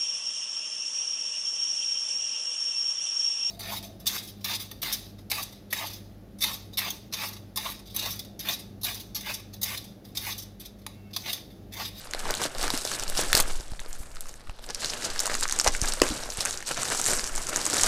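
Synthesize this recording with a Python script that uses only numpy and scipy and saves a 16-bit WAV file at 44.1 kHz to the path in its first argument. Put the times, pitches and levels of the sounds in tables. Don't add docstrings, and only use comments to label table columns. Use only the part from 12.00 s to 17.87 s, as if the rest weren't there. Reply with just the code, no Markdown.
import sys
import numpy as np
from scipy import signal
from scipy.fft import rfft, irfft
from scipy.io import wavfile

SR = 44100
rng = np.random.default_rng(int(sys.argv[2]) if len(sys.argv) > 2 else 0)


def materialize(psi):
    bounded = np.clip(np.atleast_2d(psi).T, -1, 1)
    quanta = np.round(bounded * 32767).astype(np.int16)
    wavfile.write(sys.argv[1], SR, quanta)


def voltage_ratio(level):
    return 10 ** (np.asarray(level, float) / 20)


N = 258867

# start_s, crisp_peak_db, crisp_pitch_hz, dull_peak_db, dull_pitch_hz
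SINGLE_CREASES = [(0.0143, -33.5, 4100, -50, 1040), (0.0717, -31, 4800, -35, 980),
                  (0.111, -20.5, 6350, -41, 830), (0.1357, -13.5, 4260, -18, 1500),
                  (0.148, -20, 4140, -21, 585), (0.193, -21, 5370, -53, 440), (0.255, -30, 5000, -22, 870),
                  (0.3076, -11, 5200, -40, 1020), (0.34, -13, 3800, -32, 1380),
                  (0.351, -17, 6870, -45, 580), (0.371, -21.5, 4060, -49.5, 680),
                  (0.4168, -15, 5340, -20, 940), (0.4375, -14, 3670, -27, 900),
                  (0.454, -23, 5180, -25.5, 500), (0.4607, -18, 4130, -27, 960),
                  (0.5497, -23, 4460, -32, 607), (0.5834, -19, 5840, -47, 520),
                  (0.595, -26.5, 4730, -27, 507), (0.613, -17, 4100, -27, 705),
                  (0.629, -12.5, 5300, -24, 640), (0.6694, -19, 4310, -43.5, 940),
                  (0.6798, -14.5, 5100, -18.5, 1280), (0.7035, -10, 4000, -20, 855),
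                  (0.738, -24, 5770, -38.5, 360), (0.7758, -12, 5400, -29, 1160),
                  (0.8512, -13.5, 5230, -21, 520), (0.865, -20, 6580, -29, 1070),
                  (0.8747, -19, 4240, -34, 1030), (0.9158, -16, 6030, -21.5, 1300),
                  (0.997, -16.5, 6220, -29, 1310), (1.0218, -26, 4800, -36, 620),
                  (1.0361, -16, 6250, -31, 1180), (1.0797, -17.5, 4600, -34.5, 875),
                  (1.0991, -14.5, 8560, -30.5, 550), (1.151, -24, 5250, -31.5, 1290),
                  (1.1727, -13.5, 4600, -28, 1160), (1.178, -12.5, 5070, -24, 1390),
                  (1.1922, -15, 6010, -14, 507), (1.2135, -12, 5560, -43, 910),
                  (1.33, -0.5, 3920, -6, 1500), (1.3513, 0, 4640, -21, 600), (1.3536, -9, 6060, -31.5, 900),
                  (1.368, -10.5, 5200, -32, 700), (1.3748, -7, 4700, -27, 640),
                  (1.3807, -13, 4200, -33.5, 900), (1.4011, -9.5, 7600, -16, 895),
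                  (1.424, -18, 6900, -46, 820), (1.5332, -27.5, 4610, -59, 960),
                  (1.554, -35, 6120, -36, 780), (1.599, -32, 5620, -37, 610),
                  (1.608, -25, 4660, -36.5, 750), (1.6815, -32.5, 6470, -64.5, 660),
                  (1.718, -32, 4660, -38, 800), (1.735, -35, 4330, -32.5, 676),
                  (1.794, -27.5, 3610, -29.5, 1630), (1.8018, -22.5, 7100, -50, 1180),
                  (1.816, -39, 3220, -36, 750), (1.861, -28.5, 4350, -33.5, 487),
                  (1.9293, -23, 6640, -51, 590), (1.9385, -41, 6330, -40, 673),
                  (2.063, -40, 4500, -59, 420), (2.1157, -37, 4700, -53, 980), (2.15, -34, 7560, -72, 800),
                  (2.158, -31, 5530, -39, 1560), (2.1688, -30, 4280, -33.5, 1330),
                  (2.2078, -17, 8150, -49, 670), (2.257, -35, 5390, -36, 1170),
                  (2.2687, -34, 6100, -49, 1290), (2.287, -31, 7140, -46, 830),
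                  (2.2927, -25, 6050, -37.5, 604), (2.3406, -32, 5940, -39, 1480),
                  (2.3967, -41, 8500, -44, 1450), (2.4077, -37, 4600, -62, 724),
                  (2.472, -39, 3370, -37, 1300), (2.4961, -32.5, 2550, -29, 845),
                  (2.511, -44.5, 11000, -60, 900), (2.5788, -45, 3910, -44, 760),
                  (2.5888, -36, 4000, -39, 1010), (2.593, -34.5, 3550, -36.5, 590),
                  (2.664, -30, 7000, -43.5, 540), (2.6898, -24, 4910, -35, 495),
                  (2.7003, -24, 5030, -38, 810), (2.705, -19.5, 4960, -40, 650),
                  (2.747, -14.5, 5150, -45, 1150), (2.7574, -26, 4500, -36, 1120),
                  (2.7966, -28, 5330, -50, 1170), (2.8196, -18, 4170, -30, 1570),
                  (2.8263, -24.5, 4570, -33.5, 840), (2.8322, -19, 4140, -26, 1370),
                  (2.846, -9.5, 4000, -27, 1370), (2.8586, -14, 5530, -30, 686),
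                  (2.87, -28, 5110, -35, 860), (2.8991, -17, 5000, -36, 930), (2.9028, -17, 4900, -37, 920),
                  (2.9356, -20.5, 3400, -22.5, 1780), (2.9451, -28, 6860, -36, 760),
                  (3.023, -26, 4460, -25, 1610), (3.051, -13, 5960, -52, 1040),
                  (3.1017, -21, 5410, -50, 480), (3.161, -22, 4570, -21.5, 1270),
                  (3.1929, -9, 4840, -34.5, 840), (3.1978, -23, 6980, -50.5, 1090),
                  (3.2027, -9.5, 6740, -25, 1130), (3.2069, -13, 6500, -30.5, 1170),
                  (3.235, -19, 7200, -29, 540), (3.2573, -13, 6050, -23, 1240),
                  (3.267, -11.5, 6700, -26, 635), (3.2763, -20, 7000, -21, 910),
                  (3.298, -26, 6700, -18, 1380), (3.316, -22, 6500, -20, 1490),
                  (3.305, -31, 4510, -23, 1480), (3.342, -12.5, 4600, -24, 1790),
                  (3.3516, -14, 6640, -17, 1380), (3.4096, -10.5, 7800, -28, 1560),
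                  (3.4285, -15, 5250, -24, 1010), (3.4335, -10, 6760, -43.5, 1210),
                  (3.438, -16.5, 4920, -28, 1640), (3.4547, -41, 2840, -14, 1160),
                  (3.4792, -16, 6130, -43, 940), (3.4882, -16, 6240, -25, 1510),
                  (3.4966, -13.5, 6310, -23, 1450), (3.511, -15, 4450, -39, 1750),
                  (3.5244, -9, 6300, -22, 1020), (3.5625, -17, 7100, -58, 1120),
                  (3.589, -6.5, 6900, -24, 895), (3.5985, -2.5, 5050, -17.5, 1370),
                  (3.6059, -12, 5170, -48.5, 1450), (3.613, -9.5, 6600, -22, 800),
                  (3.645, -10, 6960, -34, 1080), (3.6636, -21.5, 6590, -11, 644),
                  (3.6704, -9, 4740, -13, 925), (3.6763, -3, 6100, -41, 1240),
                  (3.6796, -12, 5200, -13, 730), (3.6848, -12.5, 5840, -28, 800),
                  (3.7383, -17, 5930, -45, 680), (3.7496, -17.5, 6070, -16, 1640),
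                  (3.7657, -20.5, 7400, -53, 840), (3.8158, -8, 5760, -44.5, 1460),
                  (3.8364, -13, 5590, -32, 1140), (3.8573, -14.5, 6960, -40, 940),
                  (3.876, -16, 4750, -26, 1210), (3.8844, -17, 6960, -24.5, 1320),
                  (3.9222, -12, 4830, -37.5, 670), (3.9368, -11, 7160, -28, 1190),
                  (4.0007, -18.5, 4300, -26, 1320), (4.0176, -6.5, 5740, -29, 1700),
                  (4.018, -1.5, 5600, -4, 378), (4.019, -9.5, 2850, -10, 890),
                  (4.032, -19.5, 2650, -30, 1700), (4.066, -20, 5500, -23, 2300),
                  (4.077, -20, 5520, -47, 750), (4.089, -18, 7270, -34, 1050),
                  (4.1018, -21, 3200, -43.5, 1500), (4.159, -34, 2800, -45, 900),
                  (4.192, -34, 3000, -36, 1400), (4.2307, -23, 5420, -42, 870),
                  (4.236, -18.5, 5370, -32, 560), (4.29, -31.5, 6690, -27, 580),
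                  (4.303, -16, 6300, -40, 840), (4.3218, -23, 3850, -60, 510),
                  (4.3722, -18, 7960, -28, 1540), (4.4071, -10, 4900, -41.5, 1390),
                  (4.4522, -9.5, 7340, -22, 900), (4.4571, -10, 6800, -16, 1530),
                  (4.509, -15, 6650, -31, 1500), (4.5285, -18, 6300, -51, 1550),
                  (4.5747, -16, 5860, -61.5, 1240), (4.6052, -25, 6600, -27.5, 1500),
                  (4.626, -26, 5700, -26.5, 1620), (4.6797, -18, 6350, -33.5, 1290),
                  (4.69, -16, 7800, -27, 1310), (4.771, -24, 5730, -25.5, 1410),
                  (4.776, -18, 5950, -25.5, 1020), (4.805, -23, 5200, -42, 1200),
                  (4.818, -20, 6000, -40, 900), (4.8322, -10.5, 7400, -21.5, 1000),
                  (4.854, -15, 5900, -24, 1350), (4.8845, -17, 4200, -27.5, 615),
                  (4.902, -13, 7010, -26, 880), (4.9485, -15, 6880, -20.5, 950),
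                  (4.997, -30, 6000, -19, 970), (5.015, -8.5, 6800, -54, 1270),
                  (5.0424, -12, 5760, -38, 1230), (5.0554, -10, 7030, -28.5, 1160),
                  (5.0631, -5, 7400, -21, 1590), (5.069, -11, 6870, -23, 1540),
                  (5.086, -13, 7260, -23.5, 510), (5.113, -22, 7840, -37, 1420),
                  (5.1215, -26, 6810, -28, 1070), (5.1265, -15.5, 7470, -24, 640),
                  (5.134, -9.5, 7950, -19.5, 1560), (5.1948, -15, 5200, -21, 1400),
                  (5.2415, -14, 6200, -29, 1210), (5.2604, -31, 6840, -36, 1000),
                  (5.2665, -19, 6340, -29, 930), (5.275, -18.5, 5830, -32, 1320),
                  (5.353, -16.5, 6860, -48.5, 670), (5.3607, -13, 6640, -38, 1460),
                  (5.371, -24, 6570, -39, 850), (5.3789, -15, 6800, -25.5, 800),
                  (5.469, -13.5, 6400, -36, 1340), (5.4917, -18, 7300, -28, 980),
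                  (5.4956, -14, 6600, -32, 1120), (5.5606, -8.5, 6800, -22, 1240),
                  (5.571, -13, 7050, -29, 920), (5.6148, -16, 5130, -30, 1370),
                  (5.627, -21.5, 6840, -50, 1120), (5.654, -9.5, 7500, -30, 1030),
                  (5.6647, -5, 7000, -20, 1190), (5.7, -10, 6760, -38.5, 1030),
                  (5.7305, -14, 5370, -29, 1120), (5.7434, -11, 6520, -23, 1500),
                  (5.7683, -10, 6700, -17, 1430), (5.7967, -14, 6630, -19, 1530),
                  (5.8107, -9, 6020, -30, 1300), (5.8133, -5.5, 6400, -30, 640),
                  (5.8344, 0, 6800, -22, 1520)]
# time_s, level_db
CREASE_EDGE = [(0, -23.5), (.3, -9.5), (.8, -8.5), (1.2, -12.5), (1.4, 0.5), (1.7, -35), (2.3, -9),
               (2.6, -35), (3.2, -13), (3.45, -27), (3.65, -33), (4.0, -26), (4.5, -39), (5.1, -29),
               (5.867, -24)]
# peak_s, crisp_level_db, dull_level_db, rise_s_per_10_db, fall_s_per_10_db (slopes under 0.01 act as 0.01)
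CRUMPLED_PATCHES = [(0.198, -33.5, -43, -0.04, 0), (.255, -51, -47, -0.3, 0.6),
                    (.304, -39.5, -38, 0.19, 0.1), (0.426, -28.5, -36, -0.01, 0.0349),
                    (0.466, -34, -34.5, 0.13, -0.01), (0.641, -33, -34.5, 0.07, 0.12),
                    (0.748, -31.5, -39, 0.04, 0.0648), (.928, -34, -37.5, 0.09, 0.09),
                    (1.029, -31, -39.5, -0.09, -0.0053), (1.093, -34.5, -45, -0.4, -0.12),
                    (1.201, -28, -33, 0.05, 0.0642), (1.368, -27, -29.5, 0.05, 0.0223),
                    (1.408, -24.5, -32, 0.03, 0.01), (1.512, -37.5, -41.5, 0.14, -0.0254),
                    (1.618, -45.5, -49.5, 1, 0.02), (1.8, -50, -49, 0, 0.13), (1.91, -50.5, -56, -0.1, 0.8),
                    (2.215, -47, -58, 0, 0.15), (2.5, -64, -54, -0.9, 0.1), (2.644, -44, -46.5, 0.02, 0),
                    (2.704, -37.5, -39.5, 0.0155, -0.03), (2.841, -37, -41, 0.08, 0.55),
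                    (2.938, -34, -43, 0, 0), (3.049, -34, -37, 0.07, 0.07), (3.208, -39, -40.5, 0.02, 0.2),
                    (3.32, -34.5, -42.5, 0.0646, 0.1), (3.426, -31.5, -38, -0.18, 0.02),
                    (3.51, -36.5, -41.5, -0.32, 0.5), (3.646, -30.5, -31, -0.0461, 0.04),
                    (3.676, -29.5, -21.5, -0.0451, -0.0444), (3.74, -43.5, -43, 0, 0.2),
                    (3.83, -33.5, -35.5, -0.29, 0.16), (3.889, -28.5, -46, -0.4, 0),
                    (4.034, -33.5, -35.5, -0.22, 0.21), (4.384, -34.5, -38, -0.2, 0.17),
                    (4.466, -34.5, -38, -0.05, 0.06), (4.673, -31, -42, 0, 0.06),
                    (4.714, -27.5, -32, -0.0753, -0.04), (4.77, -34.5, -38.5, -0.13, 0.45),
                    (4.86, -34, -37, -0.12, 0.09), (4.921, -29, -34.5, -0.02, 0.02),
                    (5.0, -34.5, -42.5, -0.1, -0.2), (5.079, -28, -30.5, -0.0058, 0.12),
                    (5.37, -42, -44.5, -0.6, 0.2), (5.48, -38, -40, -0.4, 0.6),
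                    (5.751, -33, -35, -0.14, 0.3), (5.867, -25.5, -29, -0.1353, -1)]
# time_s, crisp_level_db, dull_level_db
CREEPING_FILM = [(0, -46, -44), (.1, -65, -60), (.3, -51, -39.5), (.53, -55, -52), (.85, -43, -47.5),
                 (1.13, -45, -44), (1.5, -47.5, -45), (1.75, -51, -55), (2.1, -73, -54.5), (2.42, -71, -57),
                 (2.6, -65, -71), (2.8, -51, -44.5), (3.3, -46, -44.5), (3.79, -55, -54), (4.2, -45, -44.5),
                 (4.6, -44.5, -50), (5.0, -34, -40.5), (5.35, -42, -43.5), (5.867, -28.5, -33.5)]
# time_s, below_4800_hz_gain_db, above_8500_hz_gain_db
CRACKLE_SHEEN = [(0, 6.5, 6.5), (.4, 5, 5), (1.1, 6.5, 6.5), (1.35, 4, 6.5), (1.9, 5, 6), (2.05, 3, 7.5),
                 (2.25, 4, 7), (2.55, 10, 6.5), (2.85, 4, 2.5), (3.2, 5, 2), (3.6, 2, 3.5), (4.4, 4, 5),
                 (4.8, 4, 3.5), (5.1, -6, 6), (5.4, 0, 4), (5.87, 1.5, 4.5)]
# frequency_hz, density_db_per_hz
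SMALL_FOLD_SPECTRUM = [(2000, -25), (2600, -11.5), (3300, -3), (4000, -2), (5500, 0.5), (7500, 1),
                       (9500, -7), (12000, -17.5), (14000, -29), (15800, -35)]
# frequency_hz, density_db_per_hz
LARGE_FOLD_SPECTRUM = [(60, -4.5), (110, -4), (200, -4.5), (380, -1), (650, 0), (1050, -4.5), (1550, -1),
                       (2200, -8), (3200, -8.5)]
# start_s, end_s, level_db
FINGER_SLIDES = [(0.038, 0.07, -49.5), (1.878, 1.915, -54), (1.983, 2.04, -52.5), (2.614, 2.674, -53.5)]
# frequency_hz, density_db_per_hz
SLIDE_SPECTRUM = [(2500, -20), (6000, -9), (9000, -5), (12000, -6), (15800, -24)]
# time_s, level_db
ARM_SWAY = [(0.0, -45), (0.34, -31.5), (0.39, -48), (0.67, -28.5), (0.83, -45), (1.23, -28), (2.79, -41.5),
            (2.83, -42), (3.4, -34), (3.64, -40), (3.68, -26), (4.66, -43), (5.2, -38.5), (5.39, -27),
            (5.44, -43), (5.57, -38), (5.77, -52.5), (5.87, -30)]
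# time_s, jolt_level_db, dip_width_s, knock_level_db
HAND_LANDINGS = [(0.738, -43, 0.015, -20), (1.188, -38.5, 0.0055, -29), (1.347, -18.5, 0.00064, -49),
                 (1.602, -29.5, 0.0019, -45), (1.722, -24.5, 0.003, -66.5), (2.005, -27.5, 0.005, -47),
                 (2.495, -25.5, 0.0044, -54), (3.681, -18, 0.0047, -50), (3.824, -18, 0.0016, -47),
                 (4.019, -24, 0.0041, -20), (4.107, -22, 0.0026, -22.5), (4.12, -47.5, 0.003, -23),
                 (4.387, -26.5, 0.0011, -57)]
# frequency_hz, density_db_per_hz
ROOM_TONE_SPECTRUM = [(30, 0), (60, 2.5), (200, -5.5), (700, -12), (1800, -22), (2500, -67), (4600, -52),
                      (9000, -61), (12000, -38), (15800, -54)]


def rms_one(x):
    return x / np.sqrt(np.mean(x ** 2) + 1e-20)


def peak_one(x):
    return x / np.abs(x).max()


def in_time(rows):
    s, *columns = np.transpose(rows)
    return [np.interp(np.arange(N) / SR, s, column) for column in columns]


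def at_hz(spectrum, hz):
    points_hz, points_db = np.transpose(spectrum)
    return np.interp(np.log(hz), np.log(points_hz), points_db)


def drift(rate_hz):
    step = 40
    r = np.exp(-2 * np.pi * rate_hz * step / SR)
    slow = signal.lfilter([1], [1, -2 * r, r * r], rng.standard_normal(N // step + 2002))
    slow = rms_one(slow[2000:])
    return np.interp(np.arange(N) / step, np.arange(len(slow)), slow)


def resonance(x, hz, width_hz):
    r = np.exp(-np.pi * width_hz / SR)
    poles = [1, -2 * r * np.cos(2 * np.pi * hz / SR), r * r]
    return signal.lfilter([(1 - r * r) / 2, 0, (r * r - 1) / 2], poles, x)


def butter(x, order, hz, kind="low"):
    return signal.sosfilt(signal.butter(order, hz, kind, fs=SR, output="sos"), x)


def coloured_noise(spectrum):
    hz = np.maximum(np.arange(N // 2 + 1) * SR / N, 1)
    return rms_one(irfft(rfft(rng.standard_normal(N)) * voltage_ratio(at_hz(spectrum, hz)), N))


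def snaps():
    rows = np.array(SINGLE_CREASES)
    start_s, crisp_db, crisp_hz, _, dull_hz = rows.T
    crisp_t60_s, edge_t60_s, dull_t60_s = 0.0036, 0.00069, 0.016
    t = np.arange(3072) / SR
    out = np.zeros(N + len(t))

    noise = rng.standard_normal((len(rows), 3, len(t)))
    noise[:, :, 0] += 2.65 * np.sign(noise[:, :, 0])
    noise[:, 2, 0] += 11 * np.sqrt(2000 / dull_hz)
    luck = rng.standard_normal((len(rows), 2))
    lengths = voltage_ratio(0.4 * luck[:, 0])
    edges_db = crisp_db + np.interp(start_s, *np.transpose(CREASE_EDGE)) + 1.5 * luck[:, 1]
    edges_db = edges_db + 7 * np.log2(crisp_hz / 5740)
    settling = voltage_ratio(-16 - 60 * t / 0.05)

    for row, (fine, finest, coarse), length, edge_db in zip(rows, noise, lengths, edges_db):
        s, db, hz, low_db, low_hz = row
        puff = fine * (voltage_ratio(-60 * t / (crisp_t60_s * length)) + settling)
        ring = resonance(resonance(puff, hz, 0.37 * hz), hz, 0.5 * hz)
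        crisp = rms_one(ring) + voltage_ratio(-6) * rms_one(butter(puff, 3, [2900, 9500], "band"))

        sharp_puff = finest * (voltage_ratio(-60 * t / (edge_t60_s * length)) + settling)
        edge = butter(sharp_puff, 3, [9800, 15000], "band")

        thump = coarse * voltage_ratio(-60 * t / (dull_t60_s * length))
        panel = resonance(resonance(thump, low_hz, 0.7 * low_hz), low_hz, 0.83 * low_hz)
        dull = rms_one(panel) + voltage_ratio(-9) * rms_one(butter(thump, 2, [220, 2200], "band"))

        i = round(s * SR)
        snap = voltage_ratio(db) * peak_one(crisp) + voltage_ratio(edge_db) * peak_one(edge) + voltage_ratio(low_db) * peak_one(dull)
        out[i:i + len(t)] += snap
    return out[:N]


def effort():
    t, power = np.arange(0, N + 32, 32) / SR, 0
    for s, crisp_db, dull_db, rise, fall in CRUMPLED_PATCHES:
        loss_db = 10 * np.where(t < s, (s - t) / max(rise, .01), (t - s) / max(fall, .01))
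        power = power + voltage_ratio(np.array([[crisp_db], [dull_db]]) - loss_db) ** 2
    crumples = [np.interp(np.arange(N) / SR, t, p) for p in power]
    return 10 * np.log10(voltage_ratio(np.array(in_time(CREEPING_FILM))) ** 2 + crumples)


def swarm(spectrum, per_s, spread_db, clump_db, burst_s, tail_s, octaves, hiss_db, tick):
    born = np.flatnonzero(rng.random(N) < per_s * voltage_ratio(clump_db * drift(25)) / SR)
    luck = rng.random((N, 3))[born]
    sign = np.zeros(N)
    sign[born] = np.where(luck[:, 2] < .5, -1, 1)
    size = voltage_ratio(spread_db * np.minimum(-np.log(1 - luck[:, 0]), 3.0))
    edges = np.geomspace(spectrum[0][0], min(spectrum[-1][0], .45 * SR), num=14)
    pitch = edges[0] * (edges[-1] / edges[0]) ** luck[:, 1]
    hiss = voltage_ratio(hiss_db) * np.sqrt(per_s / np.mean(per_s))
    white, out = rng.standard_normal((2, N)), np.zeros(N)
    for k, (low, high) in enumerate(zip(edges, edges[1:])):
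        hz = np.sqrt(low * high)
        clicks = np.full(N, 1e-18)
        clicks[born] = size * np.exp(-.5 * (np.log2(hz / pitch) / octaves) ** 2)
        fade = voltage_ratio(-60 / ((burst_s + 5.0 / hz) * SR))
        burst = signal.lfilter([1], [1, -fade], clicks)
        settling = 0.13 * signal.lfilter([1], [1, -voltage_ratio(-60 / (tail_s * SR))], clicks)
        puffs = rms_one(burst + settling) + hiss
        band = butter(puffs * (white[k % 2] + tick * sign), 2, [low, high], "band")
        out += rms_one(band) * voltage_ratio(at_hz(spectrum, hz)) * np.sqrt(high - low)
    return rms_one(out)


def crackle():
    crisp_db, dull_db = effort()
    busy = voltage_ratio(0.15 * (crisp_db - crisp_db.mean()))
    crisp = swarm(SMALL_FOLD_SPECTRUM, per_s=900 * busy, spread_db=4.0, clump_db=2.14,
                  burst_s=0.0018, tail_s=0.033, octaves=0.54, hiss_db=-8, tick=0.95)
    dull = swarm(LARGE_FOLD_SPECTRUM, per_s=400 * busy, spread_db=4.0, clump_db=3.5,
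                 burst_s=0.0013, tail_s=0.062, octaves=1.13, hiss_db=-1, tick=2.3)
    lower_db, upper_db = in_time(CRACKLE_SHEEN)
    lower = butter(crisp, 2, 4800)
    upper = butter(crisp, 2, 8500, "high")
    crisp = crisp + (voltage_ratio(lower_db) - 1) * lower + (voltage_ratio(upper_db) - 1) * upper
    return voltage_ratio(crisp_db) * crisp + voltage_ratio(dull_db) * dull


def slides():
    t, touch = np.arange(N) / SR, 0
    edge_s = 0.0065
    for start, end, db in FINGER_SLIDES:
        touch = touch + voltage_ratio(db) * np.clip(np.minimum(t - start, end - t) / edge_s, 0, 1)
    return touch * voltage_ratio(2.0 * drift(40)) * coloured_noise(SLIDE_SPECTRUM)


def room(x):
    t60_s, wall_cut_hz = 0.16, 4200
    out, dull = np.zeros(N), np.exp(-2 * np.pi * wall_cut_hz / SR)
    lags = (rng.uniform(.008, .03, size=8) * SR).astype(int)
    for k, lag in enumerate(lags):
        loop, gain, state = x.copy(), voltage_ratio(-60 * lag / SR / t60_s), [0.]
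        for i in range(lag, N, lag):
            back, state = signal.lfilter([gain * (1 - dull)], [1, -dull], loop[i - lag:i], zi=state)
            loop[i:i + lag] += back[:N - i]
        out += (loop - x) * (-1) ** k
    dip = 0.37 * resonance(x, 3300, 630)
    return x - dip + voltage_ratio(-18) * out


def microphone_arm():
    t = np.arange(N) / SR
    arm_hz, arm_width_hz, desk_hz = 9.7, 7.6, 276
    sway = resonance(rng.standard_normal(N), arm_hz, arm_width_hz)
    sway = rms_one(butter(sway, 2, 22))
    out = voltage_ratio(in_time(ARM_SWAY)[0] + 2.5 * drift(8.9)) * sway
    rumble = rms_one(resonance(rng.standard_normal(N), desk_hz, 220))
    for s, db, width, knock_db in HAND_LANDINGS:
        after = np.maximum(t - s, 0)
        dip = -np.exp(-np.abs(t - s) / width)
        swing = 0.84 * np.sin(2 * np.pi * 22 * after) * np.exp(-after / 0.014)
        knock = np.sin(2 * np.pi * desk_hz * after) * np.exp(-after / 0.0045)
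        knock = knock + 0.079 * rumble * (t > s) * np.exp(-after / 0.04)
        out += voltage_ratio(db) * (dip + swing) + voltage_ratio(knock_db) * knock
    return out


def room_tone():
    return voltage_ratio(-54) * coloured_noise(ROOM_TONE_SPECTRUM)


def scene():
    bag = snaps() + crackle() + slides()
    return (room(bag) + microphone_arm() + room_tone())[None]


def band_limit(x):
    return signal.sosfilt(signal.butter(12, 16980, fs=SR, output="sos"), x)


def record(dry):
    cut = signal.sosfilt(signal.cheby2(12, 50, 16000, fs=SR, output="sos"), dry)
    clipped = np.clip(cut, -0.88, 0.88)
    return band_limit(clipped)


dry = scene()
out = record(dry)
materialize(out)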